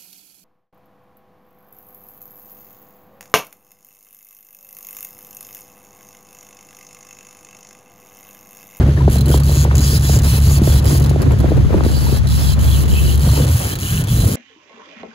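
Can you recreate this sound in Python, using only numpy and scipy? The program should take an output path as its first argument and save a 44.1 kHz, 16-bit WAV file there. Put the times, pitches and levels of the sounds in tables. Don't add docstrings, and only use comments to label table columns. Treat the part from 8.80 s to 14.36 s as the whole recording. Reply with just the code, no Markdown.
import sys
import numpy as np
from scipy import signal
from scipy.fft import rfft, irfft, next_fast_len
from scipy.io import wavfile

SR = 44100
rng = np.random.default_rng(int(sys.argv[2]) if len(sys.argv) > 2 else 0)


def unload_wav(signal):
    wavfile.write(
        sys.argv[1],
        SR,
        np.round(np.clip(np.atleast_2d(signal).T, -1, 1) * 32767).astype(np.int16),
    )


def voltage_ratio(decibels):
    exponent = np.asarray(decibels, float) / 20
    return 10 ** exponent


N = 245063

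# (frequency [Hz], density [dB])
RUMBLE_COLOUR = [(20, -28), (32, -10.5), (45, -1.5), (75, 5), (125, 5.5), (180, -5), (260, -15.5),
                 (1000, -105)]


def rms_one(x):
    return x / np.sqrt(np.mean(x ** 2) + 1e-20)


def in_time(rows):
    s, *columns = np.transpose(rows)
    return [np.interp(np.arange(N) / SR, s, column) for column in columns]


def at_hz(points, hz):
    point_hz, value = np.transpose(points)
    return np.interp(np.log(hz + 1), np.log(point_hz), value)


def drift(rate_hz, channels=1):
    r = np.exp(-40 * np.pi * rate_hz / SR)
    noise = rng.standard_normal((channels, N // 20 + 4002))
    slow = signal.lfilter([1], [1, -2 * r, r * r], noise)[:, 4000:]
    return np.array([np.interp(np.arange(N) / 20, np.arange(len(v)), rms_one(v)) for v in slow])


def ring(clicks, hz, t60):
    r, w = voltage_ratio(-60 / (t60 * SR)), 2 * np.pi * hz / SR
    return signal.lfilter([0, np.sin(w)], [1, -2 * r * np.cos(w), r * r], clicks + 1e-18)


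def coloured(x, spectrum):
    size = next_fast_len(N)
    gain = voltage_ratio(at_hz(spectrum, np.fft.rfftfreq(size, 1 / SR)))
    return irfft(rfft(x, size) * gain, size)[..., :N]


def band(x, low_hz, high_hz):
    return signal.sosfilt(signal.butter(1, [low_hz, high_hz], "band", fs=SR, output="sos"), x)


def bent(x, slip_s):
    read = np.arange(N) + slip_s * SR * drift(3)[0]
    return np.array([np.interp(read, np.arange(N), v) for v in x])


def ports(takes):
    # (frequency [Hz], phase [radians])
    lead = [(0, 0), (2150, 3.14), (3450, 6.4), (4200, 6.3), (5350, 9.42), (6400, 12.4), (6900, 11.8),
            (8000, 9.6), (8800, 9.3), (10600, 6.4), (11300, 6.15), (13100, 3.3), (13800, 3.0), (15500, .1),
            (17000, 0)]
    # (frequency [Hz], left-right likeness [0 to 1])
    likeness = [(300, .6), (2000, .8), (6000, .6), (7500, .9), (8200, .993), (9000, .99), (11000, .9),
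                (12800, .99), (14000, .99), (15500, .9)]
    # (frequency [Hz], left over right [dB])
    lean = [(500, -2.5), (1170, 6.5), (4200, -4), (6400, -3.5), (8000, 0)]
    size = next_fast_len(N)
    hz = np.fft.rfftfreq(size, 1 / SR)
    same, other = rfft(takes, size)
    alike, half_lead = at_hz(likeness, hz), np.interp(hz, *np.transpose(lead)) / 2
    near = np.sqrt((1 + alike) / 2) * same
    apart = np.sqrt((1 - alike) / 2) * other
    mid = np.cos(half_lead) * near + 1j * np.sin(half_lead) * apart
    side = 1j * np.sin(half_lead) * near + np.cos(half_lead) * apart
    left_gain = voltage_ratio(at_hz(lean, hz) / 2)
    return irfft([(mid + side) * left_gain, (mid - side) / left_gain], size)[:, :N]


def river(flicker_db):
    # (frequency [Hz], density [dB])
    hiss_colour = [(400, -14), (900, -5), (1800, -5), (2800, -9), (5500, -14), (9000, -17), (11000, -21),
                   (16000, -25)]
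    level_db = -37 + flicker_db * drift(8)
    return voltage_ratio(level_db) * rms_one(coloured(rng.standard_normal((2, N)), hiss_colour))


def engine(waver_db, wander):
    # (multiple of the firing rate, level [dB], lag [radians])
    right_port = [(1, -6, -.45), (2, -6, -2.2), (3, -3, 2.7)]
    firing_hz, cut_s, dying_db_per_s = 69.26, 4.62, -110
    orders_db, churn_db = [-13.5, -17, -31.5], -16.5
    dying_db = dying_db_per_s * np.maximum(np.arange(N) / SR - cut_s, 0)
    phase = 2 * np.pi * firing_hz * np.cumsum(1 + wander * drift(0.8)[0]) / SR
    churn = rms_one(coloured(rng.standard_normal((2, N)), RUMBLE_COLOUR))
    out = voltage_ratio(churn_db + dying_db) * churn
    for (order, right_db, lag), level_db in zip(right_port, orders_db):
        height = np.sqrt(2) * voltage_ratio(level_db + dying_db + waver_db * drift(1.0)[0])
        left = np.sin(round(order) * phase)
        right = voltage_ratio(right_db) * np.sin(round(order) * phase - lag)
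        out += height * [left, right]
    return out


def wind(gusts_db, eddies_per_s, eddy_db, shared):
    # (time [s], flutter [dB], sharpness over flutter [dB], low buffeting [dB])
    gust_course = [(0, -27, 5, 1), (.6, -28, -1, -4.5), (1.3, -31, 4, -1), (1.6, -29.5, 7.5, -0.5),
                   (1.9, -24.5, 2, 1.5), (2.2, -27.5, 3.5, -3), (2.6, -24.5, 2.5, 3),
                   (3.1, -25, -0.5, -1.5), (3.27, -29, 5.5, -7), (3.45, -33.5, 9.5, 0),
                   (3.9, -32.5, 7.5, -1.5), (4.3, -30, -5, -1.5), (4.5, -29.5, 12, 1),
                   (4.62, -27, -0.5, -2.5), (4.76, -32.5, 9, 1), (4.82, -31, 10.5, -5),
                   (5.08, -34.5, -13, -2.5), (5.14, -33, -2, 2), (5.25, -36.5, 4, -0.5),
                   (5.46, -24, -34, 3.5), (5.56, -24.5, -23, -2)]
    # (frequency [Hz], density [dB])
    flutter_colour = [(120, -54), (200, 2), (320, 0), (500, -5.5), (800, -18.5), (1300, -28), (2200, -32),
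                      (8000, -45.5)]
    gust_db, sharp_db, buffet_db = in_time(gust_course)
    rumble = rms_one(coloured(rng.standard_normal((2, N)), RUMBLE_COLOUR))
    rumble = rumble * voltage_ratio(2.1 * drift(14.0, channels=2))

    swing = np.minimum(drift(27.0, channels=2) + 0.5 * drift(7.9), 1.7)
    steady = rng.standard_normal((2, N)) * voltage_ratio(gusts_db * swing)
    starts = rng.random((2, N)) < eddies_per_s / SR
    eddies = starts * voltage_ratio(eddy_db + 2.1 * np.minimum(rng.exponential(1, (2, N)), 2.2))
    bursts = signal.lfilter([1], [1, -.99], eddies) * rng.standard_normal((2, N))
    flutter = rms_one(coloured(steady + bursts, flutter_colour))
    torn = band(band(flutter, 670, 3050), 670, 3050)
    flutter = flutter + voltage_ratio(sharp_db) * torn

    left, own = voltage_ratio(buffet_db - 15.5) * rumble + voltage_ratio(gust_db + 3.5) * flutter
    return np.array([left, shared * left + np.sqrt(1 - shared ** 2) * own])


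def pops(fall, settle, puff_db, other_db):
    # (time [s], relative level [dB], pitch scale near the start [Hz], time to the top of the swell [s])
    pop_list = [(0.278, -4, 860, 0.0032), (0.357, -13, 987, 0.0047), (0.501, -7.5, 595, 0.0038),
                (0.541, -4.5, 1150, 0.0039), (0.692, -14.5, 1334, 0.0028), (0.849, -11, 1540, 0.0032),
                (0.875, -17, 920, 0.0042), (0.909, -11, 3100, 0.0034), (1.294, -9.5, 1000, 0.0038),
                (1.361, -16, 1025, 0.004), (1.816, -4, 400, 0.0055), (1.873, -9, 900, 0.004),
                (2.127, -8, 485, 0.0052), (2.311, -11.5, 810, 0.0035), (2.358, -11, 1100, 0.0038),
                (2.642, -6.5, 746, 0.004), (2.706, -12.5, 690, 0.0041), (2.716, -9, 1074, 0.0037),
                (2.724, -16, 800, 0.0041), (2.94, -7.5, 924, 0.0065), (2.956, -28, 705, 0.0031),
                (3.006, -11.5, 1720, 0.0025), (3.048, -11, 800, 0.0027), (3.061, -7.5, 884, 0.0033),
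                (3.324, -11.5, 602, 0.0041), (4.473, -18, 900, 0.0039), (4.487, -21.5, 2160, .004),
                (4.531, -20, 680, 0.0047), (4.573, -12, 1850, 0.0025), (4.597, -15, 640, 0.0076),
                (5.471, -16, 600, 0.0044)]
    wake_db, wake_s = -18.5, 0.041
    out, luck = np.zeros((2, N)), rng.random((len(pop_list), 3))
    t = np.arange(round(.085 * SR)) / SR
    for (s, level_db, start_hz, swell_s), turn in zip(pop_list, luck):
        fall_s = fall * swell_s
        pitch_hz = start_hz * (np.exp(-t / fall_s) + settle)
        turns = start_hz * (fall_s * (1 - np.exp(-t / fall_s)) + settle * t)
        swell = voltage_ratio(level_db + 2.0) * (t / swell_s * np.exp(1 - t / swell_s)) ** 1.26
        swell = swell / np.hypot(1, pitch_hz / 600)
        ragged = 1 + 0.55 * np.sin(2 * np.pi * ((110 + 120 * turn[1]) * t + turn[0]))
        chirp = ragged * np.cos(2 * np.pi * (turns + turn[:2, None]))
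        puff = voltage_ratio(puff_db) * band(rng.standard_normal((2, len(t))), 0.48 * start_hz, 0.81 * start_hz)

        wake = voltage_ratio(level_db + wake_db) * t / wake_s * np.exp(1 - t / wake_s)
        wake = wake * (1 + np.sin(2 * np.pi * (45 * t + turn[2])))
        churned = band(rng.standard_normal((2, len(t))), 220, 300 + 0.41 * start_hz)
        at = round(s * SR) + np.arange(len(t))
        out[:, at] += wake * churned + voltage_ratio([[0], [other_db]]) * swell * (chirp + puff)
    return out


def plinks(rise_per_s):
    # (time [s], peak [dB], starting pitch [Hz], time to the top [s])
    plink_list = [(.174, -23, 1710, 0.0028), (.205, -23, 940, 0.0053), (0.514, -23, 1390, 0.0033),
                  (.62, -31.5, 1170, 0.0041), (2.928, -30, 1110, 0.0029), (3.086, -28, 1610, 0.0021),
                  (3.265, -23, 885, 0.0038), (4.56, -26, 880, .006), (4.6, -21, 450, 0.0094),
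                  (4.635, -22, 452, 0.013), (4.755, -29, 775, 0.0053), (4.83, -31, 690, 0.0066)]
    out, t = np.zeros(N), np.arange(round(.06 * SR)) / SR
    for s, peak_db, hz, swell_s in plink_list:
        swell = voltage_ratio(peak_db) * (t / swell_s * np.exp(1 - t / swell_s)) ** 2
        at = round(s * SR) + np.arange(len(t))
        out[at] += swell * np.sin(2 * np.pi * hz * t * (1 + rise_per_s * t))
    return out


def teeth():
    # (first click [s], last click [s], teeth passed,
    # share of the pull at which it is fastest, level at the easy rate [dB])
    pulls = [(0.299, 0.367, 7.5, 0.25, -13.5), (0.481, 0.561, 9.2, 0.81, -11.5),
             (0.634, 0.842, 28.6, 0.84, -15), (0.994, 1.178, 43, 0.97, -14.5),
             (1.211, 1.374, 34.3, 0.8, -15), (1.42, 1.588, 40.6, 0.6, -15), (1.602, 1.782, 36, 0.66, -15.5),
             (1.819, 1.994, 42.4, 0.42, -16.5), (2.043, 2.181, 22.2, 0.36, -13.5),
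             (3.037, 3.385, 60.5, 0.93, -19.5), (3.486, 3.736, 49, 0.71, -17.5),
             (3.791, 4.035, 38, 0.72, -16), (4.08, 4.357, 43.6, 0.69, -16), (4.395, 4.65, 48, 0.62, -15.5),
             (4.667, 4.935, 40.5, 0.44, -13.5), (4.988, 5.215, 36.5, 0.51, -14.5),
             (5.272, 5.556, 45.5, 0.44, -14)]
    # (time [s], level [dB])
    single_teeth = [(.384, -12), (.409, -9), (.459, -10.5), (.575, -10), (.6, -12), (.954, -7.5),
                    (.968, -12.5), (.981, -6.5), (1.196, -13), (1.389, -9.5), (2.024, -22), (2.199, -10.5),
                    (2.22, -11), (2.241, -11.5), (2.262, -13.5), (2.295, -11), (2.42, -11.5), (2.519, -20),
                    (2.588, -19), (2.603, -17), (2.697, -23), (2.77, -22), (3.47, -15), (4.056, -17),
                    (4.376, -13), (4.955, -9.5), (5.24, -12)]
    start_speed, end_speed = .42, 0.6
    speed_bend = 0.39
    catch_s = .0125
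    shallower_db, easy_teeth_per_s = -1.5, 162
    along, rows = np.linspace(0, 1, 200), list(single_teeth)
    for first, last, count, fastest, level_db in pulls:
        speed = np.interp(along, [0, np.clip(fastest, .05, .95), 1], [0, 1, 0]) ** speed_bend
        edge = np.where(along < fastest, start_speed, end_speed)
        turned = np.cumsum(edge + (1 - edge) * speed)
        run = np.interp(np.linspace(turned[0], turned[-1], round(count)), turned, along)
        at = np.append(first, first + catch_s + (last - first - catch_s) * run)
        rate = 1 / np.gradient(at)
        rows += zip(at, level_db + shallower_db * np.log2(rate / easy_teeth_per_s))
    return np.transpose(sorted(rows))


def pawl_contacts(uneven_db, jitter):
    # (delay [s], relative level [dB])
    rebounds = [(0, 1), (.0045, -5.5), (.009, -17)]
    at, tooth_db = teeth()
    luck = rng.standard_normal((len(at), 2 * len(rebounds)))
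    gap = np.minimum(np.gradient(at), .01)
    contacts = np.zeros((len(rebounds), N))
    for k, (delay, rebound_db) in enumerate(rebounds):
        late = np.minimum(delay, gap * .5 * k)
        late = late + jitter * gap * luck[:, 2 * k]
        size = voltage_ratio(tooth_db + rebound_db + uneven_db * np.clip(luck[:, 2 * k + 1], -1, 2))
        np.add.at(contacts[k], np.clip((at + late) * SR, 0, N - 1).astype(int), size)
    return contacts


def reel(snap_s, rattle_s, rattle_db, uneven_db, jitter):
    # (frequency [Hz], density [dB])
    click_colour = [(1200, -9), (2200, -6), (3500, -9.5), (5000, -8.5), (5700, -8.5), (7000, -4.5),
                    (8000, -1.5), (10500, -5), (12500, -3), (14000, -8.5), (16000, -7)]
    # (frequency [Hz], relative level [dB], t60 [s], face that sends it out best)
    reel_modes = [(1720, -28, 0.022, 0), (2590, -29, 0.035, .6), (2970, -26, 0.03, 0),
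                  (3190, -27, 0.03, .2), (3390, -28, 0.028, .35), (4050, -26, 0.033, 1),
                  (4580, -28, 0.022, 1.4), (5050, -30, 0.03, 2.2), (7090, -29, .025, 1.3),
                  (7450, -30, .025, 2.3)]
    # (frequency [Hz], relative level [dB], t60 [s])
    pawl_modes = [(6800, -4, 0.009), (7300, -8, .005), (11200, -12, 0.003)]
    # (time [s], face [about 0 dull to 2 bright], relative face level [dB], pawl level [dB])
    facing = [(.3, -0.2, -16, -31), (.55, 1.3, -1, -27), (.78, 1.2, 3.5, 1), (.96, 3, 3, -1.5),
              (1.05, 2, 5, -3), (1.14, 2.1, 3, -15), (1.24, 1.3, 1.5, -14), (1.35, 2.5, 6, 2.5),
              (1.52, 1.2, 0.5, -34), (1.72, 1.6, -1.5, 0.5), (1.92, 1.5, 1, -29), (2.12, 1.9, 0, -13),
              (3.25, 1.2, 3.5, -27), (3.65, 1.5, 6, -50), (3.93, 0.66, 0.5, -30), (4.24, 0.6, 0, -39),
              (4.54, 1.1, 3.5, -16), (4.8, 0.6, -9, -20), (5.02, -0.5, 3, -10), (5.16, -0.5, 5.5, -10),
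              (5.24, -0.5, 4, -22), (5.4, 1.5, -14, -21)]
    # (low [Hz], high [Hz])
    face_bands = [(1450, 1470), (2750, 3200), (3750, 4700), (4450, 5500)]
    off_face_db, off_mode_db = -6.5, -3
    mode_slip_s = .0005

    contacts = pawl_contacts(uneven_db, jitter)
    clicks = contacts.sum(axis=0)
    snap = signal.lfilter([1], [1, -np.exp(-1 / (snap_s * SR))], clicks)
    rattle = voltage_ratio(rattle_db) * signal.lfilter([1], [1, -np.exp(-1 / (rattle_s * SR))], clicks)
    knock, shake = (snap + rattle) * rng.standard_normal((2, 2, N))

    face, face_db, pawl_db = in_time(facing)
    body = np.zeros((2, N))
    for hz, level_db, t60, best in reel_modes:
        turned_db = 0.32 * face_db + off_mode_db * np.minimum((face - best) ** 2, 2)
        mode_db = level_db - 13.0 + turned_db + 5.0 * drift(5.4)
        body += voltage_ratio(mode_db) * bent(ring(shake, hz, t60), mode_slip_s)
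    faces = np.zeros((2, N))
    for k, edges in enumerate(face_bands, start=-1):
        band_db = face_db - 3.5 + off_face_db * (face - k) ** 2
        faces += voltage_ratio(band_db) * band(band(shake, *edges), *edges)
    ping = sum(voltage_ratio(level_db) * ring(contacts[0], hz, t60) for hz, level_db, t60 in pawl_modes)
    return voltage_ratio(-4.0) * (coloured(knock, click_colour) + body + faces) + voltage_ratio(pawl_db) * ping


def scene():
    far = river(flicker_db=.6)
    hum = engine(waver_db=.8, wander=.002)
    gusts = wind(gusts_db=4.5, eddies_per_s=24, eddy_db=-9, shared=0.15)
    puffs = pops(fall=0.894, settle=0.146, puff_db=-6.5, other_db=-4.0) + plinks(rise_per_s=3.0)
    clicker = reel(snap_s=0.00049, rattle_s=0.0045, rattle_db=-7.0, uneven_db=0.66, jitter=0.057)
    return ports(clicker + far + puffs) + gusts + hum


def roll_off(x):
    return signal.sosfilt(signal.butter(12, 17030, fs=SR, output="sos"), x)


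def record(dry):
    # (time [s], corner [Hz])
    mono_corner = [(0, 650), (1.0, 525), (2.5, 148), (3.4, 24.95), (4.3, 22.2), (4.45, 257.3), (5.56, 329)]
    left, right = dry
    hz, s, apart = signal.stft(right - left, SR, nperseg=4096)
    corner_s, corner_hz = np.transpose(mono_corner)
    corner = np.exp(np.interp(s, corner_s, np.log(corner_hz)))
    passed = 1 / (1 + (corner / (hz[:, None] + 1)) ** 12)
    kept_apart = signal.istft(apart * passed, SR, nperseg=4096)[1][:N]
    x = np.array([left, left + kept_apart])
    rounded = 1.05 * np.tanh(x / 1.05)
    top_cut = signal.ellip(10, .5, 36, 15750, fs=SR, output="sos")
    return roll_off(signal.sosfilt(top_cut, rounded))


dry = scene()
out = record(dry)
unload_wav(out)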